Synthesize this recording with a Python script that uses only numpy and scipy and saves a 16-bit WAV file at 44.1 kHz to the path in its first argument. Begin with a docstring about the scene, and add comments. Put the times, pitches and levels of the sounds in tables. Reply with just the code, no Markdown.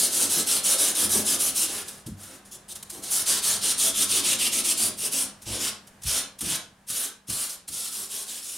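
"""A sanding block, pushed back and forth by hand over hard resin inside a fibreglass boat hull.
Each stroke is a hiss of grit that also rattles the block and drums the hull panel. In a pause hand or
paper wipes lightly, the paper is flicked about and the hull takes a knock; later the block is lifted
and set down between strokes. Workshop reflections and quiet ventilation give the width."""
import sys
import numpy as np
from scipy import signal
from scipy.fft import rfft, irfft, next_fast_len
from scipy.io import wavfile
from scipy.ndimage import uniform_filter1d, map_coordinates

SR = 44100
rng = np.random.default_rng(int(sys.argv[2]) if len(sys.argv) > 2 else 0)


def to_wav(s):
    """Save 16-bit WAV."""
    ch = np.atleast_2d(s).T  # columns
    pcm = np.round(np.clip(ch, -1, 1) * 32767)  # PCM
    wavfile.write(sys.argv[1], SR, pcm.astype(np.int16))


N = 377937

# Workshop air. Each row: frequency in Hz, relative spectral level in dB.
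AIR_SPECTRUM = [(20, -4), (60, 3), (130, 3.5), (210, 3.5), (320, -4.5), (700, -3.5), (1100, -4.5),
                (1400, -7), (1680, -4.5), (2050, -10.5), (5000, -18), (9500, -16.5), (15500, -30)]
# Background swell. Each row: time in seconds, gain in dB.
AIR_GAIN = [(0, 3), (1.5, 7.5), (2.3, 1.5), (3.5, 8.5), (5.9, 3), (7.3, -3.5), (8.57, -4.5)]
# Workshop reverberation. Each row: frequency in Hz, T60 in seconds.
ROOM_T60 = [(100, 0.28), (400, 0.35), (1500, 0.31), (4000, 0.32), (9000, 0.23), (15000, 0.16)]
# Stereo width. Each row: frequency in Hz, side gain in dB.
SIDE_GAIN = [(50, -29), (130, -23.5), (250, -16), (500, -10.5), (1100, -6), (2500, -7), (8000, -5),
             (9500, -9.5), (11000, -15), (13000, -39)]
# Hull panel resonances. Each row: frequency in Hz, bandwidth in Hz, relative level in dB.
HULL_MODES = [(60, 8.3, -13), (98.4, 3.9, -2), (165, 37, -10.5), (203.4, 17.4, 2), (227, 22, 1),
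              (272, 35, 1), (326.5, 64, 1), (378.6, 84, 2.5), (461, 135, -5), (535.8, 23, 1),
              (638, 185, -10.5)]
# Block resonances. Each row: frequency in Hz, bandwidth in Hz, relative level in dB.
BLOCK_MODES = [(824, 290, 0.21), (1072, 64, 18.7), (1167, 82, 14.4), (1335, 88, 20.3), (1515, 96, 12.5),
               (1678, 80, 19.8), (2030, 580, 0.86), (2710, 92, 1.4)]
# A knee or the block lands on the hull, or the block judders. Each row: start in seconds,
# level in dB, judder decay in seconds, hardness in Hz, ringing share from 0 to 1.
HULL_THUMPS = [(0.35, -34.5, 0.026, 326, 0.8), (1.03, -41.5, 0.022, 115, 1), (1.15, -36, 0.017, 300, 0.78),
               (2.062, -43, 0.0066, 140, 0.1), (2.073, -39, 0.0072, 239, 0.63),
               (2.1, -38.5, 0.0057, 96, 0.8), (2.952, -52, 0.02, 218, 0.6), (5.465, -38.5, 0.022, 75, 0.16),
               (6.042, -35, 0.02, 85.5, .08), (6.411, -36, 0.039, 240, 0.26), (6.898, -51, 0.014, 190, 0.3),
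               (7.286, -42, 0.018, 230, 0.15), (7.29, -47.5, 0.014, 62, 0.05),
               (7.683, -50, 0.025, 213, 0.4)]
# Stiff paper snaps, scuffs or touches down. Each row: time in seconds, level in dB, decay in seconds.
PAPER_FLICKS = [(0.954, -27, 0.0049), (1.782, -31, 0.0057), (1.881, -35, 0.021), (2.064, -41, 0.027),
                (2.234, -41.5, 0.012), (2.692, -46, 0.01), (2.755, -35.5, 0.016), (2.829, -34.5, 0.0061),
                (2.9, -33.5, 0.013), (3.036, -34.5, 0.011), (4.987, -38, 0.012), (5.418, -45, 0.039),
                (5.471, -44, 0.0035), (5.488, -42, 0.007), (5.872, -47.5, 0.014), (6.02, -44, 0.015),
                (6.035, -35, 0.016), (6.39, -37, 0.012), (6.408, -28.5, 0.025), (6.887, -36, 0.012),
                (6.9, -27.5, 0.015), (7.282, -41, 0.015), (7.298, -28.5, 0.016), (7.68, -34, 0.025)]
# Grit hiss. Each row: frequency in Hz, relative spectral level in dB.
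HISS_SPECTRUM = [(1000, 1.5), (3500, -8), (4500, -7), (5400, -4), (7200, -2.5), (8400, 0), (9400, 4.5),
                 (10100, 2), (11000, -1), (12200, -5.5), (13500, -10.5), (15800, -16)]
# Gap under the paper as the grip shifts. Each row: time in seconds, lower hiss edge in Hz, rasp in Hz.
PAPER_GAP = [(0, 3030, 4140), (.7, 3000, 4050), (1.1, 2930, 3400), (1.4, 2780, 4000), (2.5, 2850, 3400),
             (3.25, 3100, 4760), (3.42, 3150, 4420), (3.77, 2980, 3430), (4.22, 2770, 3550),
             (4.4, 2580, 2960), (4.95, 2700, 5600), (6.05, 2820, 5530), (6.42, 2870, 3370),
             (7.27, 2800, 4160), (7.7, 3000, 4300), (7.9, 2940, 4250), (8.5, 2650, 3600)]
# Slacker spots of the hull sound deeper. Each row: time in seconds, bass tilt in dB per octave.
HULL_SLACK = [(0, 1), (.8, -1.5), (1.5, 0.5), (3.1, -0.5), (3.8, 2.5), (5.2, 2), (6.5, -2.5), (7.6, -0.5),
              (8.5, 1)]
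# Hull drumming, highest while the paper barely bites. Each row: time in seconds, gain in dB.
DRUM_GAIN = [(0, 0), (.63, -1.5), (1.1, 5), (1.53, -3), (1.7, 7.5), (2.2, 10), (2.68, 0), (2.9, 16),
             (3.1, -5), (4.3, 0), (5.1, 1.5), (5.45, 9.5), (5.6, -4.5), (6.9, -5), (7.7, -5), (8.5, -2)]
# Block scrape. Each row: time in seconds, gain in dB.
SCRAPE_GAIN = [(0, -0.5), (1.1, 2.5), (1.53, -1), (1.7, 8.5), (2.2, 13.5), (2.68, -16), (2.9, 4), (3.25, 1),
               (3.8, -1.5), (4.4, -3), (5, -0.5), (5.5, 2.5), (6.9, 3), (7.7, 1), (8.5, 0.5)]
# Sanding strokes, forth or back, and light wipes of hand or paper in the pause.
# Each row: start in seconds, end in seconds, hiss level in dB, pressure change over the rub in dB,
# brightness in dB per octave.
RUBS = [(-0.036, 0.126, -24, -17.5, -1.3), (0.092, 0.311, -23.5, 5.5, -1.5), (0.283, 0.46, -23, 0.5, -1.5),
        (0.458, 0.636, -23.5, -5.5, -1.7), (0.626, 0.795, -22, -1.0, -0.9), (0.766, 0.96, -23.5, -3, -0.8),
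        (0.939, 1.1, -23.5, 2, -1), (1.085, 1.256, -24, -6, 0.8), (1.239, 1.394, -23.5, 7, -0.5),
        (1.383, 1.534, -23.5, 1, 0.8), (1.54, 1.688, -23.5, 7.5, 0.6), (1.664, 1.867, -34.5, -3.5, -2.3),
        (1.845, 2.06, -49, -11, 0.5), (2.16, 2.437, -48.0, -2, 0.7), (2.446, 2.527, -56.5, -20, 0),
        (2.506, 2.584, -43.5, 0, -0.5), (2.679, 2.744, -38.5, 15, -1), (2.905, 3.04, -45, -6, 0.5),
        (3.016, 3.137, -37, 3, -2.5), (3.096, 3.267, -25.5, -9, 0.5), (3.254, 3.439, -25, -11.5, -2.8),
        (3.415, 3.609, -24, -3.5, -2.8), (3.605, 3.767, -25, 4, -4), (3.77, 3.939, -23, -0.5, -2.2),
        (3.933, 4.081, -23.5, 10, -3.5), (4.079, 4.243, -23.5, 1.0, -3.5), (4.227, 4.384, -23.5, -2, -4.5),
        (4.38, 4.52, -24.5, -1.5, -4), (4.51, 4.644, -25, 0, -2.5), (4.634, 4.762, -24, -0.5, -1.3),
        (4.76, 4.926, -25, -2, -1), (4.963, 5.104, -28.5, 19, -1.1), (5.106, 5.282, -26, 0, -0.5),
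        (5.448, 5.622, -33.5, 7.5, -4.5), (5.582, 5.722, -27.5, 9.0, -3), (6.044, 6.256, -26.5, -1, -3.0),
        (6.419, 6.602, -29.5, 13.5, -4), (6.865, 7.123, -30, 6, 0.4), (7.267, 7.528, -31, 3.5, -0.5),
        (7.484, 7.581, -38, -12, 0.2), (7.701, 7.95, -33, -1, -0.7), (7.898, 8.12, -35, -5, 0.5),
        (8.082, 8.285, -35, -1, -0.2), (8.254, 8.457, -36.5, -1.5, -1), (8.398, 8.642, -37, 5.5, 0.5)]


def amp(db):
    """dB to gain."""
    return 10 ** (np.asarray(db) / 20)


def unit_rms(x):
    """Scale to rms 1."""
    return x / np.sqrt(np.mean(x ** 2) + 1e-20)


def at_hz(table, hz):
    """Interpolate a table over log frequency."""
    f, value = np.transpose(table)
    return np.interp(np.log(hz + 1), np.log(f + 1), value)


def at_time(table, time_s):
    """Interpolate each value column over time."""
    times, *columns = np.transpose(table)
    return [np.interp(time_s, times, column) for column in columns]


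def add(mix, start_s, sound):
    """Mix in at start_s, cutting any overhang."""
    at = round(start_s * SR)
    sound = sound[max(-at, 0):]
    part = mix[max(at, 0):][:len(sound)]
    part += sound[:len(part)]


def colour(x, gain):
    """Filter by gain(frequency in Hz)."""
    size = next_fast_len(x.shape[-1] + 2048)
    return irfft(rfft(x, size) * gain(np.fft.rfftfreq(size, 1 / SR)), size)[..., :x.shape[-1]]


def wander(size, rate_hz):
    """Random drift of rms 1, rolling off above rate_hz."""
    return unit_rms(colour(rng.standard_normal(size), lambda f: 1 / (1 + (f / rate_hz) ** 2)))


def ring(force, modes, detune, spot_db):
    """Damped modes of alternating sign; each contact spot loads and feeds them differently."""
    t = np.arange(SR // 4) / SR
    spots = rng.standard_normal((len(modes), 2))
    response = np.zeros(len(t))
    for k, ((hz, width_hz, db), (feed, load)) in enumerate(zip(modes, spots)):
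        envelope = amp(db + spot_db * feed) * width_hz * np.exp(-np.pi * width_hz * t)
        response += (-1) ** k * envelope * np.cos(2 * np.pi * hz * (1 + detune * load) * t)
    return signal.fftconvolve(force, response / np.linalg.norm(response))


def ventilation(air_db=-58.5, hum_hz=198.7, hum_db=-66.5, waver_db=2):
    """Quiet air rumble with a wavering hum, as mid and side."""
    noise = colour(rng.standard_normal((2, N)), lambda f: amp(at_hz(AIR_SPECTRUM, f)))
    mid, side = amp(air_db) * unit_rms(noise)
    pitch_hz = hum_hz + 2.29 * wander(N, rate_hz=4.9)
    hum = np.sqrt(2) * np.sin(2 * np.pi * np.cumsum(pitch_hz) / SR)
    hum *= amp(hum_db + waver_db * wander(N, rate_hz=4))
    swell = amp(at_time(AIR_GAIN, np.arange(N) / SR)[0])
    return swell * np.array([mid + hum, side])


def room(x, first_s=0.0049, build_s=0.019):
    """Dense reflections off hull and walls, as mid and side; each band has its own decay."""
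    hz, t, noise = signal.stft(rng.standard_normal((2, SR)), SR, nperseg=256)
    tail = signal.istft(noise * amp(-60 * t / at_hz(ROOM_T60, hz)[:, None]), SR)[1]
    tail *= 1 - np.exp(-np.maximum(np.arange(tail.shape[1]) / SR - first_s, 0) / build_s)
    return signal.fftconvolve(x[None], tail / np.linalg.norm(tail[0]), axes=1)[:, :N]


def moving_room(x, count=3, cycles_per_s=1.3):
    """The moving hand and arm change the reflections: a crossfade of room responses."""
    place = np.arange(N) / SR * cycles_per_s * count
    nearness = [np.maximum(1 - abs((place - k) % count - count / 2), 0) for k in range(count)]
    return sum(room(x * np.sin(np.pi / 2 * near)) for near in nearness)


def hull_glance(x, delay_s=0.0016, drift_s=0.000486):
    """One reflection off the glossy hull beside the block; its path moves with the hand."""
    path_s = delay_s + drift_s * wander(N, rate_hz=1)
    return map_coordinates(x, [np.arange(N) - SR * path_s], order=3)


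def thumps(firm_s=0.014, low_cut_hz=45):
    """Short thumps are mostly one firm push, long ones judder; part thuds, part rings in the hull."""
    out, t = np.zeros(N), np.arange(SR // 3) / SR
    for start_s, db, decay_s, hard_hz, ringing in HULL_THUMPS:
        firm = np.exp(-decay_s / firm_s)
        phase = np.pi * (hard_hz * t - 1)
        push = unit_rms((1 - 2 * phase ** 2) * np.exp(-phase ** 2))
        noise = colour(rng.standard_normal(len(t)), lambda f: f / hard_hz / (1 + (f / hard_hz) ** 4))
        judder = unit_rms(noise * t * np.exp(-t / decay_s))
        force = unit_rms(firm * push + (1 - firm) * judder)
        panel = unit_rms(ring(force, HULL_MODES, detune=0.005, spot_db=-0.5)[:len(t)])
        thud = unit_rms(ringing * panel + (1 - ringing) * force)
        add(out, start_s, amp(db) * thud * np.sqrt(0.05 / t[-1]))  # level: energy spread over 50 ms
    return colour(out, lambda f: 1 / np.sqrt(1 + (low_cut_hz / (f + 1)) ** 10))


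def hull_drum(friction, grains, slack_db_per_oct, lump_db=-2.5):
    """The slow part of the drag drives the hull panel, in lumps."""
    drag = colour(grains, lambda f: amp(-slack_db_per_oct * np.log2(np.clip(f, 60, 900) / 300)))
    drag *= amp(lump_db * wander(len(grains), rate_hz=40))
    return ring(friction * drag, HULL_MODES, detune=0.02, spot_db=1.5)


def block_scrape(force, resin_db=7, low_cut_hz=650):
    """The block rings with the grit; the resin under it adds an unpitched scratch."""
    scratch = colour(force, lambda f: 1 / np.sqrt(1 + (low_cut_hz / (f + 1)) ** 4))
    out = ring(force, BLOCK_MODES, detune=0.012, spot_db=2)
    out[:len(scratch)] += amp(resin_db) * scratch
    return out


def grit(speed, base_rate_hz=22000, spread_db=3, chatter_db=0.13, dust_gain=0.78):
    """Grains catch and let go, more often at speed; the block chatters over the uneven weave."""
    size = len(speed)
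    caught = rng.random(size) < base_rate_hz / SR * (0.15 + speed)
    coarseness = np.minimum(rng.exponential(1, size), 4)
    clicks = unit_rms(caught * amp(spread_db * coarseness) * rng.choice([-1, 1], size))
    grains = clicks + dust_gain * rng.standard_normal(size)
    return unit_rms(grains * amp(chatter_db * wander(size, rate_hz=130)))


def paper_hiss(grains, edge_hz, rasp_hz, bright_db_per_oct, touch_db,
               rasp_db=3, ripple_db=0.7, firm_touch_db=-25.5, loose_cut_db=3):
    """The gap under the paper radiates above edge_hz and rasps at one resonance."""
    grip_ripple = np.column_stack([np.linspace(2000, 16000, num=14), rng.standard_normal(14)])
    # Under a light touch the paper lies loose and its treble peak fades.
    loose = np.clip((firm_touch_db - touch_db) / 20, 0, 1)

    def gain(f):
        octaves = np.log2(np.minimum(f + 1, 11500) / 7000)
        rasp = np.exp(-((f / rasp_hz - 1) / 0.074) ** 2)
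        treble_peak = np.exp(-((f - 9700) / 1600) ** 2)
        shape_db = at_hz(HISS_SPECTRUM, f) + bright_db_per_oct * octaves + rasp_db * rasp
        shape_db += ripple_db * at_hz(grip_ripple, f) - loose * loose_cut_db * treble_peak
        return amp(shape_db) / np.sqrt(1 + (edge_hz / (f + 1)) ** 16)
    return unit_rms(colour(grains, gain))


def flicks(rise_s=0.0021, tap_db=-19, tap_top_hz=3000):
    """Short bursts of grit as the paper's edge catches; each also taps the block."""
    hiss, taps = np.zeros((2, N))
    t = np.arange(-SR // 50, SR // 10) / SR
    for time_s, db, decay_s in PAPER_FLICKS:
        touch = 1 / (np.exp(-t / rise_s) + np.exp(t / decay_s))
        grains = grit(touch)
        burst = paper_hiss(grains, *at_time(PAPER_GAP, time_s), bright_db_per_oct=0, touch_db=db)
        add(hiss, time_s + t[0], amp(db) * touch * burst)
        add(taps, time_s + t[0], block_scrape(amp(db + tap_db) * touch * grains))
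    return hiss + colour(taps, lambda f: 1 / np.sqrt(1 + (f / tap_top_hz) ** 6))


def rocking(hiss, depth_db=1.97):
    """The block rocks as it slides, so patches of the hiss come and go."""
    spectra = signal.stft(hiss, nperseg=512)[2]
    patches = uniform_filter1d(rng.standard_normal(spectra.shape), size=7, axis=0)
    patches = unit_rms(uniform_filter1d(patches, size=5, axis=1))
    return signal.istft(spectra * amp(depth_db * patches))[1][:N]


def sanding(speeding_share=0.23, slowing_share=0.4, unsteady_db=0.78, settle_db_per_s=14):
    """Each stroke or wipe speeds up, glides and stops; its friction drives paper, block and hull."""
    hiss, body = np.zeros((2, N))
    for start_s, end_s, db, lean_db, bright_db_per_oct in RUBS:
        along = np.linspace(0, 1, num=round((end_s - start_s) * SR))
        speeding = np.sin(np.pi / 2 * np.minimum(along / speeding_share, 1))
        slowing = np.sin(np.pi / 2 * np.minimum((1 - along) / slowing_share, 1)) ** 2
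        speed = speeding * slowing
        unsteady = unit_rms(amp(unsteady_db * wander(len(along), rate_hz=22)))
        friction = speed * amp(db + lean_db * (along - 0.5)) * unsteady
        grains = grit(speed)
        edge_hz, rasp_hz = at_time(PAPER_GAP, start_s)
        add(hiss, start_s, friction * paper_hiss(grains, edge_hz, rasp_hz, bright_db_per_oct, db))
        # A dull rub lies flatter and shakes block and hull more.
        scrape_db = -23.5 - 0.94 * bright_db_per_oct + at_time(SCRAPE_GAIN, start_s)[0]
        drum_db = -21.5 - 0.36 * bright_db_per_oct + at_time(DRUM_GAIN, start_s)[0]
        # The block settles flat along a stroke, so its scrape grows.
        settling_db = settle_db_per_s * (end_s - start_s) * (along - 0.5)
        add(body, start_s, block_scrape(amp(scrape_db + settling_db) * friction * grains))
        add(body, start_s, amp(drum_db) * hull_drum(friction, grains, *at_time(HULL_SLACK, start_s)))
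    # Band of 80-3000 Hz; the drumming carries little below 80 Hz.
    body = colour(body, lambda f: 1 / np.sqrt((1 + (f / 3000) ** 6) * (1 + (80 / (f + 1)) ** 6)))
    return rocking(hiss), body


def scene(hiss_wet_db=-10, body_wet_db=-3, thump_wet_db=-9, glance_db=-13):
    """The work is straight ahead; reflections and room air give the width."""
    hiss, body = sanding()
    hiss = hiss + flicks()
    knocks = thumps()
    send = amp(hiss_wet_db) * hiss + amp(body_wet_db) * body + amp(thump_wet_db) * knocks
    echo_mid, echo_side = moving_room(send)
    air_mid, air_side = ventilation()
    mid = hiss + body + knocks + echo_mid + air_mid
    glance = amp(glance_db) * hull_glance(hiss + body)
    side = colour(echo_side + glance + air_side, lambda f: amp(at_hz(SIDE_GAIN, f)))
    return np.array([mid + side, mid - side])


def record(dry):
    """Steep low-pass at 15.9 kHz."""
    low_pass = signal.firwin(511, 15900, window=("kaiser", 9), fs=SR)
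    return signal.oaconvolve(dry, low_pass[None], "same")


dry = scene()
out = record(dry)
to_wav(out)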